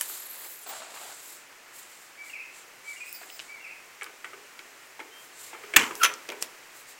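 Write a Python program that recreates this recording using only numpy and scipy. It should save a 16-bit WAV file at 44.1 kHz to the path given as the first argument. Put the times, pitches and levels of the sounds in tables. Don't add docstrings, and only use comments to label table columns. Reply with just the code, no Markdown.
import sys
import numpy as np
from scipy import signal
from scipy.fft import rfft, irfft, next_fast_len
from scipy.io import wavfile
from scipy.ndimage import map_coordinates

SR = 44100
rng = np.random.default_rng(int(sys.argv[2]) if len(sys.argv) > 2 else 0)


def unload_audio(sound):
    columns = np.transpose(np.atleast_2d(sound))
    steps = np.round(np.clip(columns, -1, 1) * 32767)
    wavfile.write(sys.argv[1], SR, steps.astype(np.int16))


N = 308259
TIME = np.arange(N) / SR
AGE = np.arange(SR // 3) / SR

# (time [s], level [dB])
AIR = [(0.0, -54), (5.33, -53), (5.82, -49.5), (6.99, -53)]
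# (start [s], length [s], level [dB], first rasp pitch [Hz], last rasp pitch [Hz])
BRUSHES = [(0.0, 0.47, -54, 3900, 4210), (0.66, 0.0089, -43, 840, 750), (.688, .095, -45.5, 946, 690),
           (0.797, 0.039, -45.5, 638, 670), (0.845, 0.082, -50, 806, 743), (0.934, 0.054, -47, 953, 1050),
           (0.995, 0.13, -49.5, 703, 800)]
BRUSH_ATTACK_S, BRUSH_RELEASE_S = 0.0047, 0.026
# (start [s], length [s], rub level [dB], fine hiss against the rub [dB])
STROKES = [(-.12, 0.34, -43.5, 0), (0.247, 0.35, -50.5, 5), (0.652, 0.19, -45.5, -8),
           (0.903, 0.27, -47.5, -4), (1.178, 0.22, -50, 1), (1.733, 0.097, -53.5, 3), (1.8, 0.3, -56, -5),
           (2.238, 0.1, -53, -5), (2.535, 0.091, -51.5, -10), (2.856, 0.13, -50, -9),
           (3.0, 0.5, -54.5, -10), (5.15, 0.15, -59.5, 2), (5.363, 0.15, -48.5, -4),
           (5.946, 0.16, -52.5, 8), (6.412, 0.023, -41, -2), (6.734, 0.1, -54.5, 0),
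           (6.872, 0.061, -50.5, -4)]
# (time [s], level [dB], pitch [Hz], thud against the knock [dB])
KNOCKS = [(0.01, -25.5, 3040, -24), (0.098, -34.5, 1260, -17), (0.444, -39, 1460, -7),
          (1.114, -36, 1120, -13), (3.214, -33.5, 743, -11), (3.231, -36.5, 1720, -13),
          (4.0116, -29, 2240, -21), (4.0198, -23, 2270, -18.5), (4.063, -31.5, 1240, -14),
          (4.244, -23.5, 1930, -17.5), (4.332, -31.5, 1250, -10), (4.592, -34.5, 2260, -13),
          (4.993, -28, 870, -13), (5.001, -26, 2190, -9.5), (5.531, -28, 860, -7.5), (5.547, -32, 1230, -8),
          (5.636, -30.5, 1240, -5), (5.7372, -15.5, 2236, -15), (5.908, -22.5, 1200, -7.5),
          (6.287, -23, 2530, -3), (6.32, -26.5, 950, -10)]
REBOUND_S, REBOUND_DB = 0.008, -10.5
# (time [s], level [dB], pitch [Hz], spectral skirt, sign ignored [dB/octave above pitch])
TICKS = [(0.011, -7.5, 9650, -9), (3.128, -23.5, 12600, 9), (3.3013, -33, 2480, 25),
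         (3.3935, -25, 2940, 21), (3.4, -25, 2720, 15), (4.0327, -28, 8600, 32), (4.0429, -32, 3190, 5),
         (4.592, -33, 3470, 10), (5.9537, -22.5, 5800, 19), (6.139, -25.5, 5260, 22),
         (6.29, -23.5, 2580, 7), (6.3018, -24.5, 2590, 13), (6.32, -30, 2600, 4),
         (6.4252, -12.5, 2580, 3.5)]
# (start [s], length [s], middle pitch [Hz], glide [octaves], level [dB])
SQUEAKS = [(0.035, 0.15, 11400, 0.31, -53), (0.08, 0.038, 13500, .12, -40),
           (0.145, 0.018, 11900, -.18, -43), (0.193, 0.025, 12000, -0.05, -42),
           (0.253, 0.021, 11800, 0.012, -42), (.288, 0.029, 11900, .15, -44),
           (0.667, 0.055, 15200, -.05, -42), (2.978, 0.18, 8200, 0.27, -56)]
SQUEAK_ARCH_OCTAVES = 0.071
# (start [s], length [s], centre pitch [Hz], level [dB])
TWITTERS = [(0.04, .3, 12800, -49.5), (0.34, .3, 13200, -52.5), (3.05, .2, 12000, -62)]
TWITTER_RATE_HZ, TWITTER_LENGTH_S, TWITTER_SPREAD_OCTAVES = 200, .014, .22
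# (time [s], lowest partial [Hz], level [dB])
LONG_SQUEAK = [(3.06, 4980, -57), (3.125, 5200, -55), (3.152, 4980, -44), (3.18, 4780, -52),
               (3.225, 4580, -58), (3.24, 5050, -56), (3.28, 4400, -71), (3.32, 5150, -54),
               (3.352, 5280, -50), (3.38, 4330, -56)]
# (start [s], whistle level [dB], slur level [dB])
PHRASES = [(2.17, -51, -45), (2.84, -48, -50.5), (3.48, -48, -48.5)]
# (time into phrase [s], pitch [Hz], level [dB])
WHISTLE = [(0, 2224, -7), (.025, 2316, 1), (.055, 2312, -2), (.09, 2180, -3), (.106, 1960, 2)]
# (time into phrase [s], pitch [Hz], level [dB])
SLUR = [(.125, 2745, -1.5), (.153, 2740, -7), (.168, 2556, 5), (.182, 2321, -1.5), (.203, 2048, -5),
        (.218, 2280, -10.5), (.23, 2523, 2), (.26, 2483, -17)]
# (start [s], length [s], final pitch [Hz], level [dB])
CHIRPS = [(5.1, 0.137, 3180, -54.5)]
# (time [s], level [dB])
SLAM = [(5.762, -2), (5.7641, 1), (5.767, -12.5), (5.79, -40)]
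# (start [s], level [dB])
RATTLES = [(5.775, -19), (6.052, -29.5)]
RATTLE_MEAN_RATE_HZ, RATTLE_FADE_DB_PER_S, RATTLE_SCATTER_DB = 170, 188, 7
# (time [s], pitch [Hz], level [dB])
PIVOT = [(5.995, 1556, -46), (6.01, 1443, -35), (6.019, 1366, -20.5), (6.027, 1336, -29),
         (6.031, 1344, -20), (6.036, 1330, -36)]
# (time [s], steel ring level [dB], clack level [dB])
CLINKS = [(6.033, -15.5, -15.5), (6.0347, -17, -17), (6.0447, -23.5, -13), (6.0487, -28, -14),
          (6.059, -32, -19)]

# (frequency [Hz], level [dB])
PANEL = [(1114, -38), (1314, -58), (1507, -33), (1658, -41), (1879, -38), (2094, -35), (2223, -31.5),
         (2353, -34), (2482, -37.5), (2638, -45), (2756, -39), (3015, -49), (3365, -45)]
# (frequency [Hz], level [dB], t60 [s])
STEEL = [(1230, -11, 0.1), (1350, -7, 0.1), (2130, -13, 0.1), (2868, -14, 0.15), (3230, -8, 0.074),
         (4603, -14, .07), (5270, -13, 0.07), (5960, -4, 0.09), (6400, -4, 0.066), (7036, -15, .07),
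         (9814, -7.5, 0.062), (10250, -15, 0.09), (11190, -13, 0.075), (13890, -14, 0.075),
         (14600, -25, .08)]
# (frequency [Hz], t60 [s])
CAP_DECAY = [(100, 0.33), (400, 0.67), (2000, 0.28), (7000, 0.37), (14000, 0.45)]
# (frequency [Hz], t60 [s])
YARD_DECAY = [(500, 0.5), (2500, .7), (10000, 0.26)]

# (frequency [Hz], density [dB per Hz])
YARD_COLOUR = [(25, -17), (65, -33), (110, -15.5), (190, -16.5), (350, -6.5), (650, -6.5), (2000, -2.5),
               (2600, -5), (3600, -12.5), (5200, -12), (7500, -11.5), (9800, -18), (15800, -19.5)]
# (frequency [Hz], density [dB per Hz])
SCUFF_COLOUR = [(60, -63), (250, -12), (480, -5.5), (640, -1.5), (820, -1), (1050, -0.5), (1400, -1.5),
                (2200, -5.5), (4200, -7.5), (10000, -29)]
# (frequency [Hz], density [dB per Hz])
RUB_COLOUR = [(1500, -28), (3000, -12.5), (4100, -8), (5900, -12), (7400, 0), (9200, -5), (12500, 0.5),
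              (15800, -3)]
# (frequency [Hz], density [dB per Hz])
KNOCK_COLOUR = [(290, -25), (500, -11.5), (1720, 1.5), (2210, -2), (3260, -6), (3500, -12), (4570, -21),
                (6490, -20), (9000, -19), (11700, -63), (19800, -120)]
# (frequency [Hz], density [dB per Hz])
THUD_COLOUR = [(60, -40), (130, -26), (190, -27), (260, -3.5), (410, 5.5), (570, -9.5), (800, -9.5),
               (1500, -37)]
# (frequency [Hz], density [dB per Hz])
SLAM_COLOUR = [(18, -53), (30, -25), (70, -20), (131, -23), (473, -41), (1500, -4), (2060, -8), (2350, 1),
               (3060, -6), (3310, -6), (3870, -17), (5740, -18.5), (7090, -7.5), (10200, -26), (14800, -17),
               (16000, -12)]
# (frequency [Hz], density [dB per Hz])
CAP_COLOUR = [(41, -55), (70, -21), (148, -14), (250, -6), (472, -8.5), (649, -15.5), (1000, -0.5),
              (1410, -7), (1730, -0.5), (2720, -2), (3190, -16), (4480, -18), (7390, -10.5), (9490, -24.5),
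              (14300, -26), (16000, -35)]
# (frequency [Hz], density [dB per Hz])
CLACK_COLOUR = [(120, -55), (200, -19), (850, -15), (1250, -7), (2650, -2), (3150, -5), (3970, -12.5),
                (5400, -18), (7600, -15.5), (9230, -24), (12000, -30), (16000, -33)]
TOP_HZ = 15900


def amp(db):
    return 10 ** (np.asarray(db) / 20)


def unit(x):
    return x / np.sqrt(np.mean(x ** 2) + 1e-20)


def along(points, hz):
    f, v = np.transpose(points)
    return np.interp(np.log(hz + 1), np.log(f + 1), v)


def wobble(rate_hz, size=N):
    knots = rng.standard_normal(int(size * rate_hz / SR) + 4)
    return map_coordinates(knots, [TIME[:size] * rate_hz])


def filtered(x, response):
    m = next_fast_len(len(x) + 8192)
    spectrum = rfft(x, m) * response(np.fft.rfftfreq(m, 1 / SR))
    return irfft(spectrum, m)[:len(x)]


def noise(colour, size):
    return unit(filtered(rng.standard_normal(size), lambda hz: amp(along(colour, hz))))


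def fade(t60_s):
    return np.exp(-np.log(1000) * AGE / t60_s)


def burst(colour, t60_s, attack_s):
    return noise(colour, len(AGE)) * fade(t60_s) * (1 - np.exp(-AGE / attack_s))


def ping(hz, t60_s, attack_s):
    wave = np.sqrt(2) * np.sin(2 * np.pi * hz * AGE)
    return wave * fade(t60_s) * (1 - np.exp(-AGE / attack_s))


def ring(modes, t60_s):
    hz, db = np.transpose(modes)[:2]
    size = amp(db + rng.normal(0, 1, len(hz)))
    waves = np.sin(2 * np.pi * (hz[:, None] * AGE + rng.random((len(hz), 1))))
    return np.sqrt(2) * size / np.linalg.norm(size) @ (waves * fade(t60_s))


def high_pass(x, corner_hz):
    return signal.sosfilt(signal.butter(2, corner_hz, "high", fs=SR, output="sos"), x)


def add(track, s, sound):
    sound = np.atleast_1d(sound)
    part = track[max(round(s * SR), 0):][:len(sound)]
    part += sound[:len(part)]


def glide(s, hz, db, jitter, jitter_rate_hz, overtones_db=()):
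    db = np.broadcast_to(db, len(s))
    t = np.arange(s[0], s[-1], 1 / SR)
    pitch = np.interp(t, s, hz) * (1 + jitter * wobble(jitter_rate_hz, size=len(t)))
    phase = 2 * np.pi * np.cumsum(pitch) / SR
    gate = np.clip(np.minimum(t - s[0], s[-1] - t) / .004, 0, 1)
    wave = np.sin(phase) + sum(amp(level) * np.sin(k * phase) for k, level in enumerate(overtones_db, 2))
    out = np.zeros(N)
    add(out, s[0], np.sqrt(2) * gate * amp(np.interp(t, s, db)) * wave)
    return out


def span(length_s):
    u = np.linspace(0, 1, 64)
    return u, u * length_s


def swell_db(u):
    return 20 * np.log10(np.abs(np.sin(np.pi * u)) ** .5 + 1e-3)


def envelope(t, length_s, attack_s, release_s):
    return np.clip(t / attack_s, 0, 1) * amp(-20 * np.maximum(t - length_s, 0) / release_s)


def echoes(x, decay, colour=((100, 0), (1000, 0))):
    hz, t, z = signal.stft(noise(colour, SR), SR, nperseg=256)
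    z = z * np.exp(-np.log(1000) * t / along(decay, hz)[:, None])
    tail = signal.istft(z, SR, nperseg=256)[1]
    return signal.fftconvolve(x, tail / np.linalg.norm(tail))[:N]


def yard():
    air_db = np.interp(TIME, *np.transpose(AIR))
    return amp(air_db + 2.5 + 0.3 * wobble(4.464)) * noise(YARD_COLOUR, N)


def fingers():
    coarse, fine = np.zeros(N), np.zeros(N)
    for start, length, db, fine_db in STROKES:
        end, ease = start + length, min(0.31 * length, .07)
        speed = np.interp(TIME, [start - ease, start + ease, end - ease, end + ease], [0, 1, 1, 0])
        coarse += amp(db) * speed
        fine += amp(db + fine_db) * speed ** 2
    rub = noise(RUB_COLOUR, N) * amp(1.25 * wobble(120))
    top = filtered(rub, lambda hz: 1 / (1 + (9300 / (hz + 1)) ** 12))
    rumble = noise([(60, -30), (115, 0), (260, -30), (600, -60)], N)
    body = coarse * (unit(rub - top) + amp(-37.5) * rumble)
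    return body + amp(0.21 * wobble(22)) * fine * unit(top)


def sleeve():
    out, cloth = np.zeros(N), noise(SCUFF_COLOUR, N)
    for s, length, db, start_hz, end_hz in BRUSHES:
        _, t = span(length + 2 * BRUSH_RELEASE_S)
        hz = np.interp(t, [0, length], [start_hz, end_hz])
        rasp = glide(s + t, hz, db=-5, jitter=0.1244, jitter_rate_hz=500, overtones_db=(-8,))
        stroke = envelope(TIME - s, length, BRUSH_ATTACK_S, BRUSH_RELEASE_S)
        out += amp(db) * stroke * (cloth + rasp)
    return out * amp(1.76 * wobble(220))


def knocks():
    out = np.zeros(N)
    for s, db, hz, thud_db in KNOCKS:
        rise_s = 0.0036 * amp(thud_db)
        for delay_s, loss_db in ((0, 0), (REBOUND_S, REBOUND_DB)):
            knock = amp(-4.5) * burst(KNOCK_COLOUR, t60_s=0.044, attack_s=rise_s)
            knock += ping(hz, t60_s=0.023, attack_s=rise_s + 0.00014)
            thud = amp(thud_db) * burst(THUD_COLOUR, t60_s=0.09, attack_s=0.0035)
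            skin = amp(-16.5) * ring(PANEL, t60_s=0.21)
            add(out, s + delay_s, amp(db + loss_db - 4) * (knock + thud + skin))
    return out


def ticks():
    out = np.zeros(N)
    for s, db, hz, skirt_db in TICKS:
        skirt = abs(skirt_db)
        colour = [(hz / 8, -20 - 2 * skirt), (hz / 2, -4 - skirt), (hz, 0), (hz * 8, -3 * skirt)]
        crack = amp(4) * burst(colour, t60_s=.0016, attack_s=.00003)
        snap = amp(-5) * burst(colour, t60_s=0.008, attack_s=0.0002)
        snap += amp(-9) * ping(hz, t60_s=0.0034, attack_s=.0001)
        tail = amp(-22) * burst(colour, t60_s=0.11, attack_s=0.0013)
        add(out, s, amp(db + 0.5) * (crack + snap + tail))
    return out


def squeak(start, length, middle_hz, octaves, db):
    u, t = span(length)
    hz = middle_hz * 2 ** (octaves * (u - .5) - SQUEAK_ARCH_OCTAVES * (2 * u - 1) ** 2)
    return glide(start + t, hz, db + swell_db(u), jitter=0.0157, jitter_rate_hz=460)


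def squeaks():
    out = sum(squeak(*row) for row in SQUEAKS)
    s, hz, db = np.transpose(LONG_SQUEAK)
    out += glide(s, hz, db - 3, jitter=.05, jitter_rate_hz=1500)
    out += glide(s, 3 * hz, db, jitter=.008, jitter_rate_hz=400)
    for start, length, hz, db in TWITTERS:
        for s in np.arange(start, start + length, 1 / TWITTER_RATE_HZ):
            pitch, slide, size = rng.standard_normal(3)
            onset = s + rng.random() / TWITTER_RATE_HZ
            middle_hz = hz * 2 ** (TWITTER_SPREAD_OCTAVES * pitch)
            out += squeak(onset, TWITTER_LENGTH_S, middle_hz, 0.061 * slide, db + 2 * size)
    return out * amp(2.1 * wobble(140))


def bird():
    song, chirps = np.zeros(N), np.zeros(N)
    for start, whistle_db, slur_db in PHRASES:
        for note, note_db, warble in ((WHISTLE, whistle_db, .008), (SLUR, slur_db, .02)):
            t, hz, db = np.transpose(note)
            song += glide(start + t, hz, note_db + db, jitter=warble, jitter_rate_hz=250, overtones_db=(-21,))
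    for start, length, hz, db in CHIRPS:
        u, t = span(length)
        scoop_hz = hz * (1 - .05 * (1 - u) ** 3)
        chirps += glide(start + t, scoop_hz, db + swell_db(u), jitter=0.0049, jitter_rate_hz=240)
    song = song * amp(1.4 * wobble(110))
    return song + amp(1.5) * echoes(song, YARD_DECAY) + chirps


def bolt():
    out, push = np.zeros(N), np.zeros(N)
    for s, db in SLAM:
        add(out, s, amp(db + 6.0) * burst(SLAM_COLOUR, t60_s=0.025, attack_s=0.0012))
    first_s = SLAM[0][0]
    add(out, first_s, amp(-22.0) * ring(PANEL, t60_s=0.23))
    add(out, first_s, amp(-26) * ping(hz=35, t60_s=.04, attack_s=.001))
    add(push, first_s, amp(11.5))
    return out + echoes(push, CAP_DECAY, CAP_COLOUR)


def rattle():
    out = np.zeros(N)
    for start, db in RATTLES:
        s = start
        for gap, pick, size in rng.random((18, 3)):
            level_db = db - RATTLE_FADE_DB_PER_S * (s - start) + RATTLE_SCATTER_DB * (2 * size - 1)
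            hz = PANEL[int(pick * len(PANEL))][0]
            contact = ping(hz, t60_s=0.019, attack_s=0.00014)
            contact += amp(-0.5) * burst(CLACK_COLOUR, t60_s=0.015, attack_s=0.00022)
            add(out, s, amp(level_db) * contact)
            s += 2 * gap / RATTLE_MEAN_RATE_HZ
    return out


def pivot():
    tone = glide(*np.transpose(PIVOT), jitter=0.037, jitter_rate_hz=830, overtones_db=(-15,))
    rasp = amp(-11.5) * np.abs(tone) * noise(CLACK_COLOUR, N)
    return high_pass(tone + rasp, corner_hz=500)


def handle():
    out = np.zeros(N)
    steel_t60_s = np.array(STEEL)[:, 2:]
    for s, ring_db, clack_db in CLINKS:
        add(out, s, amp(ring_db) * ring(STEEL, steel_t60_s))
        clack = burst(CLACK_COLOUR, t60_s=0.039, attack_s=0.00042)
        add(out, s, amp(clack_db) * (clack + amp(-12.5) * ring(PANEL, t60_s=0.11)))
    return out


def scene():
    latch = high_pass(knocks() + ticks() + rattle() + handle(), corner_hz=203)
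    cap = amp(-13.0) * echoes(latch, CAP_DECAY, [(600, 8.5), (2500, 0.0), (7000, -7.5)])
    door = latch + cap + bolt() + pivot()
    return (yard() + fingers() + sleeve() + squeaks() + bird() + door)[None]


def record(dry):
    clipped = dry[0] / (1 + np.abs(dry[0] / .73) ** 6) ** (1 / 6)
    return filtered(clipped, lambda hz: hz < TOP_HZ)[None]


dry = scene()
out = record(dry)
unload_audio(out)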